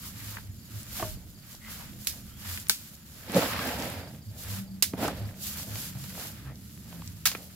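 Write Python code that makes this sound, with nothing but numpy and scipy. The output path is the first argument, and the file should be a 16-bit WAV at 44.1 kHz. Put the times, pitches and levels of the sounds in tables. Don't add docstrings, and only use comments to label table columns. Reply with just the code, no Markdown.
import sys
import numpy as np
from scipy import signal
from scipy.fft import rfft, irfft, next_fast_len
from scipy.io import wavfile
from scipy.ndimage import uniform_filter1d

SR = 44100
rng = np.random.default_rng(int(sys.argv[2]) if len(sys.argv) > 2 else 0)


def store_wav(level_fs):
    pcm = np.round(np.clip(np.atleast_2d(level_fs), -1, 1) * 32767)
    wavfile.write(sys.argv[1], SR, pcm.T.astype(np.int16))


def ratio(d):
    e = np.asarray(d, float) / 20
    return 10 ** e


N = 333032

# (frequency [Hz], likeness [-1 to 1])
LIKENESS = [(60, 0.35), (130, 0.8), (290, 0.058), (640, -0.45), (1410, 0.55), (3100, -0.044),
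            (6820, -0.029), (15000, 0.035)]
# (frequency [Hz], likeness [-1 to 1])
NEAR_LIKENESS = [(60, .9), (250, .98), (600, .96), (1200, .8), (3000, .55), (8000, .3), (15000, .2)]


def rms_one(x):
    return x / np.sqrt(np.mean(x ** 2) + 1e-20)


def in_time(rows):
    s, *columns = np.transpose(rows)
    return [np.interp(np.arange(N) / SR, s, c) for c in columns]


def at_hz(points, hz):
    points = np.array(points)
    return np.interp(np.log(hz), np.log(points[:, 0]), points[:, 1])


def drift(rate):
    step = 40
    r = np.exp(-2 * np.pi * step * rate / SR)
    draws = rng.standard_normal(N // step + 2002)
    slow = signal.lfilter([1], [1, -2 * r, r * r], draws)[2000:]
    return np.interp(np.arange(N) / step, np.arange(len(slow)), rms_one(slow))


def coloured(x, spectrum):
    size = next_fast_len(x.shape[-1] + 4096, real=True)
    log_gain = np.log(ratio(at_hz(spectrum, np.fft.rfftfreq(size, 1 / SR) + 1)))
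    cepstrum = irfft(log_gain, size)
    cepstrum[1:size // 2] *= 2
    cepstrum[size // 2 + 1:] = 0
    response = np.exp(rfft(cepstrum))
    return irfft(rfft(x, size) * response, size)[..., :x.shape[-1]]


def to_ears(mid_side, likeness, lag_ms=0):
    # (frequency [Hz], left minus right [dB])
    tilt = [(60, -0.5), (240, -2.5), (950, -2.5), (3770, -0.5), (15000, -1.5)]
    size = next_fast_len(mid_side.shape[1], real=True)
    hz = np.fft.rfftfreq(size, 1 / SR) + 1
    alike = np.clip(at_hz(likeness, hz), -.95, .98)
    mid, side = rfft(mid_side, size)
    both = np.sqrt(1 + alike) * mid + np.sqrt(1 - alike) * side * [[1], [-1]]
    both = both * np.exp(-1j * np.pi * hz * lag_ms / 1000 * [[1], [-1]])
    both = both * ratio(at_hz(tilt, hz) * [[.5], [-.5]])
    return irfft(both, size)[:, :mid_side.shape[1]]


def rustle(spectrum, per_s, spread_db, share, patchy_db, flicker, likeness=LIKENESS):
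    born = rng.random(N) < per_s * ratio(5 * drift(12)) / SR
    sizes = ratio(spread_db * np.minimum(rng.exponential(1, N), 4))
    grains = rms_one(signal.lfilter([1], [1, -.9], born * sizes))
    share = np.clip(share, 0, 1)
    gate = np.sqrt(1 - share + share * grains ** 2) * ratio(patchy_db * drift(flicker))
    noise = gate * rng.standard_normal((2, N))
    return rms_one(to_ears(coloured(noise, spectrum), likeness))


def add(out, s, sound, pan_db=0):
    at = round(s * SR)
    panned = sound * ratio([[pan_db / 2], [-pan_db / 2]])
    out[:, at:at + sound.shape[-1]] += panned[:, :N - at]


def near_noise(s, size):
    # (time [s], left lag [ms], left minus right [dB])
    worker = [(0, 0.091, 3.5), (2.1, 0.051, -3), (2.7, 0.12, 1), (4.8, -0.041, -4), (5.7, -0.064, -2),
              (7.55, -0.056, -1)]
    when, lag_ms, pan_db = np.transpose(worker)
    pan = ratio(np.interp(s, when, pan_db) * np.array([[.5], [-.5]]))
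    return pan * to_ears(rng.standard_normal((2, size)), NEAR_LIKENESS, np.interp(s, when, lag_ms))


def band_round(hz, octaves):
    edges = np.clip(hz * 2 ** (octaves * np.array([-.5, .5])), 100, 15500)
    return signal.butter(2, edges, "band", fs=SR, output="sos")


def swells(rows):
    drop_db, roundness = 12, 1.54
    t, power = np.arange(0, N + 64, 64) / SR, 0
    for s, level_db, rise, fall in rows:
        gone = np.abs(t - s) / np.maximum(np.where(t < s, rise, fall), .005)
        power = power + ratio(2 * (level_db - drop_db * gone ** roundness))
    return np.interp(np.arange(N) / SR, t, power)


def valley_hum():
    # (frequency [Hz], density [dB per Hz])
    ground = [(38, -38.5), (65, 2), (123, 0), (172, -2), (217, -2), (238, -8), (291, -11.5), (350, -16.5),
              (460, -27), (770, -120)]
    # (time [s], level [dB])
    hum_levels = [(0, -46), (1.1, -46.5), (1.62, -53.5), (1.91, -44.5), (2.6, -49), (3.2, -51), (3.5, -39),
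                  (3.76, -39), (4.29, -47.5), (4.9, -46.5), (5.13, -39), (5.3, -44.5), (7.1, -46.5),
                  (7.55, -50.5)]
    drone = rustle(ground, per_s=16, spread_db=-2.5, share=0.017, patchy_db=1.07, flicker=5,
                   likeness=NEAR_LIKENESS)
    return ratio(in_time(hum_levels)[0]) * drone


def wind():
    # (frequency [Hz], density [dB per Hz])
    flutter = [(13, -38), (22, -19), (48, -17), (75, -21), (98, -24), (160, -120)]
    # (time of peak [s], level [dB], rise [s], fall [s])
    gusts = [
        (.4, -49, .4, .25),
        (1.06, -42, 0.2, 0.38),
        (1.8, -49.5, 0.29, .9),
        (3.5, -52, .45, .5),
        (4.6, -56.5, .45, 0.44),
        (5.28, -55, .3, 1.3),
    ]
    calm_db = -61
    gain = np.sqrt(swells(gusts) + ratio(2 * calm_db))
    return gain * rustle(flutter, per_s=34, spread_db=-15.0, share=.05, patchy_db=1.0, flicker=4.3)


def engine():
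    # (time [s], fifth exhaust order [Hz], level [dB])
    engine_course = [(1.5, 216, -68), (1.7, 215, -53.5), (2.5, 200, -56), (2.9, 220, -57.5),
                     (3.2, 222, -72), (4.1, 194, -89), (4.5, 191, -42.5), (4.8, 189, -47.5),
                     (5.3, 183, -47), (5.6, 206, -49.5), (5.75, 180, -60), (6.0, 187, -49), (6.4, 193, -58),
                     (6.75, 187, -58), (7.0, 165, -43), (7.2, 158, -50.5), (7.55, 190, -50)]
    # (multiple of the firing rate, level against the fifth [dB])
    orders = [(5, -0.5), (4, -15), (3, -10), (2, -17)]
    hz, level_db = in_time(engine_course)
    firing = 2 * np.pi * np.cumsum(hz / 5 * (1 + .008 * drift(6))) / SR
    out = np.zeros((2, N))
    for k, db in orders:
        out += ratio(level_db + db + 4.5 * drift(5.1)) * np.sin(round(k) * firing + np.array([[.3], [-.3]]))
    return out


def crickets():
    # (start [s], length [s], level [dB])
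    chirps = [
        (.39, .07, -68),
        (.58, .1, -67),
        (1.12, .07, -66),
        (1.34, .1, -66),
        (4.0, .1, -63),
        (4.21, .1, -65),
        (4.665, .105, -66),
        (5.165, .105, -63),
    ]
    # (time [s], level [dB])
    trill = [(0, -64), (.6, -55), (1.4, -61), (3.2, -58), (4.8, -68), (5.5, -78), (7.55, -78)]
    strokes_per_s, stroke_hz = 29, (4950, 4350)
    trill_hz, trill_per_s = 6850, 14
    sides = np.array([[.6], [-.6]])
    out, t = np.zeros((2, N)), np.arange(N) / SR
    for s, length, level_db in chirps:
        stroke = np.arange(round(length * SR)) / SR * strokes_per_s % 1
        phase = 2 * np.pi * np.cumsum(np.interp(stroke, [0, 1], stroke_hz)) / SR
        rough = uniform_filter1d(rng.standard_normal((2, len(stroke))), size=60) * np.sqrt(60)
        rasp = 1 + 0.85 * rough
        add(out, s, ratio(level_db + 6.0) * rasp * np.sin(np.pi * stroke) * np.sin(phase + sides))
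    throb = np.maximum(np.sin(2 * np.pi * trill_per_s * t - 0.2), 0)
    phase = 2 * np.pi * np.cumsum(trill_hz + 45 * drift(78)) / SR
    return out + ratio(in_time(trill)[0] - 2.0) * throb * np.sin(phase + sides)


def wading():
    # (time of peak [s], blade
    # hiss [dB], stalks against hiss [dB], rise [s], fall [s])
    leg_sweeps = [(.07, -42, -12, 0.15, 0.09), (.24, -42, -8.5, 0.13, 0.2), (.36, -45.5, -5, 0.11, 0.066),
                  (.78, -44, -9.5, .13, 0.19), (.99, -34, -10, 0.076, .14), (1.53, -47.5, -9.5, 0.098, 0.053),
                  (1.71, -41.5, -6.5, .08, 0.16), (1.82, -45.5, -5.5, 0.084, 0.13),
                  (2.05, -45.5, -28, 0.067, 0.31), (2.295, -50.5, -8, 0.064, .06), (2.5, -37.5, -8, .12, 0.13),
                  (2.72, -47, -10.5, 0.094, 0.38), (3.21, -46.5, -11.5, 0.12, 0.086),
                  (4.41, -42.5, -17, 0.048, 0.16), (4.55, -39.5, -6, .16, 0.079),
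                (5.465, -34.5, -15.5, 0.081, 0.14), (5.585, -36.5, -10.5, 0.11, 0.09),
                (5.76, -37.5, -9, 0.09, 0.14), (5.855, -36.5, -12.5, 0.12, 0.06),
                (6.05, -43.5, -8.5, 0.19, .2), (6.24, -35.5, -9, .1, .08), (6.4, -52.5, -2.5, 0.18, 0.12),
                (6.662, -54, -10.5, 0.081, 0.22), (6.93, -48, -8.5, .14, 0.29),
                (7.37, -46.5, -8, 0.17, 0.094), (7.52, -53, -10, .12, .2)]
    # (time of peak [s], leaf [dB], stalks against leaf [dB], rise [s], fall [s])
    drags = [(1.02, -43, -6, 0.02, 0.059), (1.22, -60.5, -8, 0.091, 0.12), (2.15, -59, 4.5, 0.23, 0.086),
             (3.295, -40, -5, 0.019, .04), (3.372, -26, -5, 0.046, 0.07), (3.43, -32, -3, .03, .06),
             (3.53, -42.5, 7, 0.23, 0.16), (3.68, -36, 0, 0.13, 0.13), (3.829, -37.5, -0.5, 0.11, 0.13),
             (3.97, -43.5, -2.5, 0.24, 0.16), (4.4, -58, -13, 0.16, 0.46), (4.94, -42, -12.5, 0.0094, .025),
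             (4.99, -40, -5, .03, .03), (5.04, -30, -5.5, 0.046, 0.05), (5.085, -34, -3.5, 0.056, 0.043),
             (5.16, -46, -3.5, 0.14, 0.21), (5.73, -52.5, -12, 0.19, 0.13), (6.2, -49, -12, 0.087, .12),
             (6.5, -57, -6, 0.08, 0.08), (6.93, -56.5, -8, 0.1, 0.13), (7.37, -53.5, -10, .1, 0.15)]
    still_db = (-55.5, -65.5, -68.5)
    leaves_db, hiss_db = -12, -1.5
    legs, leaf = np.array(leg_sweeps).T, np.array(drags).T
    lead = [swells(zip(s, db, rise, fall)) for s, db, _, rise, fall in (legs, leaf)]
    stalks = [swells(zip(s, db + more_db, rise, fall)) for s, db, more_db, rise, fall in (legs, leaf)]
    powers = (lead[0] + stalks[1] * ratio(2 * hiss_db),
              stalks[0] + stalks[1],
              lead[1] + stalks[0] * ratio(2 * leaves_db))
    return [np.sqrt(p + ratio(2 * db)) for p, db in zip(powers, still_db)]


def grass_hiss(gain):
    # (frequency [Hz], density [dB per Hz])
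    blades = [(1760, -21.5), (3000, -1.5), (3120, -2.5), (4970, 0.5), (5610, -1), (6080, -1), (7550, 1),
              (8460, -5), (12300, 3.5), (15000, -2)]
    return gain * rustle(blades, per_s=2700, spread_db=15.0, share=0.099, patchy_db=1.6, flicker=10.7)


def stalk_rustle(gain):
    # (frequency [Hz], density [dB per Hz])
    stalk_colour = [(530, -22), (900, -5.5), (1080, -6.5), (1170, -4), (1660, -3.5), (2250, -5),
                    (5500, -12.5), (7150, -57), (12100, -120)]
    return gain * rustle(stalk_colour, per_s=1200, spread_db=1.5, share=0.25, patchy_db=1.2, flicker=69)


def leaf_drag(gain):
    # (frequency [Hz], density [dB per Hz])
    leaf_colour = [(140, -34), (230, 0.5), (376, -10.5), (501, -3.5), (630, -3), (825, -9), (1100, -17.5),
                   (1430, -65), (2420, -120)]
    return gain * rustle(leaf_colour, per_s=380, spread_db=3.5, share=0.15, patchy_db=1.5, flicker=31,
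                         likeness=NEAR_LIKENESS)


def gliding_tones(rows, rough):
    out = np.zeros((2, N))
    for s, length, from_hz, to_hz, level_db in rows:
        x = np.linspace(0, 1, round(length * SR))
        noise = rng.standard_normal((2, len(x)))
        rasp = 1 + rough * uniform_filter1d(noise[0] + .5 * noise, size=130) * np.sqrt(104)
        tone = np.sin(2 * np.pi * np.cumsum(from_hz + (to_hz - from_hz) * x) / SR)
        add(out, s, ratio(level_db) * np.sin(np.pi * x) * rasp / np.hypot(1, rough) * tone)
    return out


def swung_stick():
    # (start [s], length [s], from pitch [Hz], to pitch [Hz], level [dB])
    swings = [
        (2.28, .13, 2950, 3450, -59),
        (2.28, .08, 1330, 1370, -59),
    ]
    return gliding_tones(swings, rough=.6)


def rubbed_midrib():
    # (start [s], length [s], from pitch [Hz], to pitch [Hz], level [dB])
    rubs = [(0.0, .12, 1250, 1150, -56), (.17, .1, 1950, 2000, -57), (.3, .07, 1050, 1100, -51),
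            (3.43, .25, 1180, 1130, -39), (3.58, .16, 1650, 1550, -41), (3.64, .14, 760, 800, -40),
            (1.6, .12, 2000, 2050, -53), (4.99, .1, 1400, 1400, -42), (6.42, .14, 1450, 2100, -57),
            (6.43, .12, 1100, 1400, -56), (5.93, .07, 750, 750, -56), (1.77, .08, 1000, 950, -53)]
    return gliding_tones(rubs, rough=5)


def footfalls():
    # (time of peak [s], level [dB], soil pitch [Hz], length [s])
    steps = [(0.299, -42, 103.4, .3), (0.497, -38.5, 97, 0.095), (0.764, -32, 104, 0.058),
             (1.048, -35, 106.6, 0.078), (2.516, -36.5, 89.8, 0.16), (3.986, -37, 93.4, 0.056),
             (4.293, -35, 103, 0.066), (4.527, -33.5, 100.4, 0.16), (5.246, -29.5, 103.5, 0.095),
             (5.737, -33, 105, 0.1), (5.966, -30.5, 124, 0.0242), (6.03, -39, 136.7, 0.1),
             (6.495, -38, 134, 0.089), (7.113, -42, 95.2, .15)]
    out = np.zeros((2, N))
    for s, level_db, hz, length in steps:
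        x = np.linspace(-1, 1, round(length * 1.58 * SR))
        phase = 2 * np.pi * np.cumsum(hz * (1 - 0.016 * x)) / SR
        thud = np.cos(np.pi * x / 2) ** 2 * np.sin(phase + np.array([[.25], [-.25]]))
        add(out, max(s - length * .8, 0), ratio(level_db) * thud, -1.2)
    return out


def ticks():
    # (time [s], peak [dB], pitch [Hz], width [octaves])
    contacts = [(.759, -38, 7700, 1), (.8084, -35, 7600, 1), (.9082, -39, 2800, 1), (1.547, -42, 600, 2),
                (1.6495, -37, 2070, 1), (1.682, -38, 1300, 1), (1.9333, -38, 2800, 1.5),
                (2.4212, -38, 3500, 1), (5.3108, -41, 1500, 1), (5.3427, -43, 2000, 1),
                (5.599, -30, 1000, 2.5), (5.628, -35, 1500, 2), (5.7572, -19, 1500, 4),
                (1.0262, -24, 800, 2), (.9968, -29, 1200, 2), (2.0485, -27, 8000, 1.5),
                (3.4235, -20, 1500, 3), (3.4335, -24, 900, 2), (3.476, -26, 1200, 2),
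                (4.9362, -25, 700, 2.5), (5.083, -22, 1500, 3), (6.042, -34, 900, 3),
                (6.1524, -36, 1300, 1.5), (6.179, -36, 600, 1.5), (6.198, -35, 2300, 1),
                (6.252, -36, 700, 1.5), (6.5016, -43, 1850, 1), (6.6952, -41, 3800, 1.5),
                (6.7765, -42, 1800, 1.5), (6.928, -38, 700, 1.5), (7.021, -38, 1050, .5),
                (3.8335, -26, 700, 2), (7.352, -30, 350, 1.5)]
    out, impulse = np.zeros((2, N)), signal.unit_impulse(SR // 20)
    for s, peak_db, hz, octaves in contacts:
        tick = signal.sosfilt(band_round(hz, octaves), impulse)
        add(out, s, ratio(peak_db) * tick / np.abs(tick).max(), -1.5)
    return out


def knocks():
    # (time [s], peak [dB], pitch [Hz])
    dull_knocks = [(0.998, -23, 737), (1.024, -16, 640), (1.06, -33, 171), (1.171, -29.5, 175),
                   (3.295, -22.5, 203), (3.349, -9, 186), (3.366, -9.5, 550), (3.379, -12, 480),
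                   (3.377, -10, 175), (4.952, -27, 190), (5.009, -26, 254), (5.028, -19, 290),
                   (5.046, -13.5, 646), (5.078, -19, 270)]
    # (time [s], peak [dB], pitch [Hz], time to fall 60 dB
    # [s])
    more_knocks = [
        (1.024, -22.5, 335, 0.037),
        (1.0251, -22, 1205, .04),
        (1.003, -30, 1200, .03),
        (1.003, -30, 330, .03),
        (3.3598, -10, 190, .1),
        (3.385, -16, 480, .05),
        (1.045, -28, 624, 0.22),
        (3.364, -6, 513, 0.035),
        (4.9362, -13, 275, 0.021),
    ]
    knock_t60_s = 0.052
    blows = [(*row, knock_t60_s) for row in dull_knocks] + more_knocks
    luck = rng.standard_normal((len(blows), 4))
    ratios = np.array([[1], [.62], [1.45], [2.3]])
    mode_db = np.array([[0], [-8], [-11], [-12]])
    out, t = np.zeros((2, N)), np.arange(SR // 4) / SR
    for (s, peak_db, hz, t60), draw in zip(blows, luck):
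        modes = ratio(mode_db + 2.8 * draw[:, None] - 60 * t * ratios ** .5 / t60)
        blow = np.sum(modes * np.sin(2 * np.pi * hz * ratios * t), axis=0)
        blow = blow * np.minimum(t / 0.0019, 1)
        add(out, s, ratio(peak_db - 5.0) * blow / np.abs(blow).max(), -1.0)
    return signal.sosfilt(signal.butter(4, 150, "high", fs=SR, output="sos"), out)


def snaps():
    # (time [s], peak [dB], pitch [Hz])
    twigs = [
        (1.5509, -33.5, 5260),
        (3.3455, -21, 4480),
        (3.8003, -27, 6000),
        (3.8233, -21.5, 5070),
        (5.015, -28, 7590),
        (5.0793, -20.5, 6350),
        (6.557, -35, 4500),
        (7.0758, -30, 5870),
    ]
    # (time [s], peak [dB], pitch [Hz])
    straws = [
        (0.8314, -31.5, 7620),
        (2.0485, -28, 12000),
        (2.6, -27, 7700),
        (2.6852, -22, 10800),
        (3.3198, -21.5, 9920),
        (3.9006, -23, 10500),
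    ]
    # (time [s], peak [dB], pitch [Hz], width [octaves])
    stems = [(0.369, -29, 1520, 1.1), (0.384, -32, 1270, 1.2), (0.9968, -24.5, 1290, 1.9),
             (1.0242, -26, 1150, 0.33), (2.5748, -25, 2400, 1.46), (3.4226, -18.5, 950, 1),
             (3.833, -25, 1240, 0.92), (4.9362, -30, 800, 1.6), (5.0815, -20.5, 940, 0.99),
             (5.2902, -37.5, 1940, 0.45), (5.7566, -26, 2430, 2.7), (6.0411, -30.5, 1440, 3.4),
             (6.473, -43, 1400, 1.2), (0.2, -40, 2000, .5), (6.927, -38, 1500, 2.8),
             (7.0189, -36.5, 2000, 3), (7.3499, -23.5, 1760, 1.3)]
    # (time [s], peak [dB], pitch [Hz], width [octaves], decay
    # [ms])
    cut_ends = [
        (2.6975, -17, 1660, 0.8, 3),
        (7.316, -20, 2190, 2.9, 9.2),
        (2.6692, -29, 3000, 1.8, 1.2),
        (4.826, -29, 450, 2, 3),
        (2.7, -36, 600, 1.5, 5),
        (4.8399, -24, 2000, 1.2, 4),
        (2.696, -13, 4500, .6, 3),
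        (2.071, -19, 3000, .8, 5),
        (7.256, -20, 1500, .7, 8),
    ]
    dry_octaves = 0.98
    twig_ms, straw_ms, stem_ms = 2.4, 1.6, 4.3
    tick_db = 9
    breaks = [(*row, dry_octaves, twig_ms) for row in twigs]
    breaks += [(*row, dry_octaves, straw_ms) for row in straws]
    breaks += [(*row, stem_ms) for row in stems] + cut_ends
    out, t = np.zeros((2, N)), np.arange(SR // 10) / SR
    for s, peak_db, hz, octaves, decay_ms in breaks:
        fade = np.exp(-t * 1000 / decay_ms) + ratio(tick_db) * np.exp(-t / .0002)
        click = signal.sosfilt(band_round(hz, octaves), near_noise(s, len(t)) * fade)
        add(out, s, ratio(peak_db + 1.0) * click / np.abs(click).max())
    return out


def chops():
    # (time [s], peak [dB], low edge [Hz], crack decay [ms], tail [dB])
    strokes = [
        (2.0705, -12.5, 2600, 1.5, -14.5),
        (2.6957, -4.5, 1900, 1.24, -22),
        (4.8237, -6.5, 2000, 5.3, -11.5),
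        (7.2544, -11, 600, 11, -6),
        (7.2612, -18, 604, 5.4, -7),
        (7.2704, -13, 600, 1.9, -20),
    ]
    # (frequency [Hz], density [dB per Hz])
    chop_colour = [(240, -60), (400, -11), (1350, -5), (2200, -2), (3200, -2), (4600, 2), (8820, -4),
                   (12500, -1), (15000, -4.5)]
    settle_t60_s = 0.22
    out, t = np.zeros((2, N)), np.arange(SR // 2) / SR
    for s, peak_db, low_hz, crack_ms, tail_db in strokes:
        thin = signal.butter(1, low_hz, "high", fs=SR, output="sos")
        noise = near_noise(s, len(t))
        crack = noise * np.exp(-t * 1000 / crack_ms)
        leaves = signal.sosfilt(thin, noise) * ratio(tail_db - 60 * t / settle_t60_s)
        blow = (crack + leaves) * np.minimum(t / 0.00092, 1)
        blow = signal.sosfilt(thin, coloured(blow, chop_colour))
        add(out, s, ratio(peak_db + 5.5) * blow / np.abs(blow).max())
    return out


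def outdoors(x):
    # (delay [s], level [dB])
    echoes = [(.0045, -14), (.011, -18), (.018, -21)]
    out = x.copy()
    for delay, level_db in echoes:
        add(out, delay, ratio(level_db) * x[::-1])
    return out


def scene():
    hiss_gain, stalk_gain, leaf_gain = wading()
    background = valley_hum() + wind() + engine() + crickets()
    plants = grass_hiss(hiss_gain) + stalk_rustle(stalk_gain) + leaf_drag(leaf_gain)
    tones = swung_stick() + rubbed_midrib()
    blows = footfalls() + ticks() + knocks() + outdoors(snaps() + chops())
    return background + plants + tones + blows


def roll_off(x):
    return signal.sosfilt(signal.butter(12, 16640, fs=SR, output="sos"), x)


def record(dry):
    rounded = 1.5 * np.tanh(dry / 1.5)
    top = signal.ellip(6, .5, 55, 15550, fs=SR, output="sos")
    rumble_cut = signal.butter(2, 37, "high", fs=SR, output="sos")
    finished = signal.sosfilt(np.vstack([top, rumble_cut]), rounded)
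    return roll_off(finished)


dry = scene()
out = record(dry)
store_wav(out)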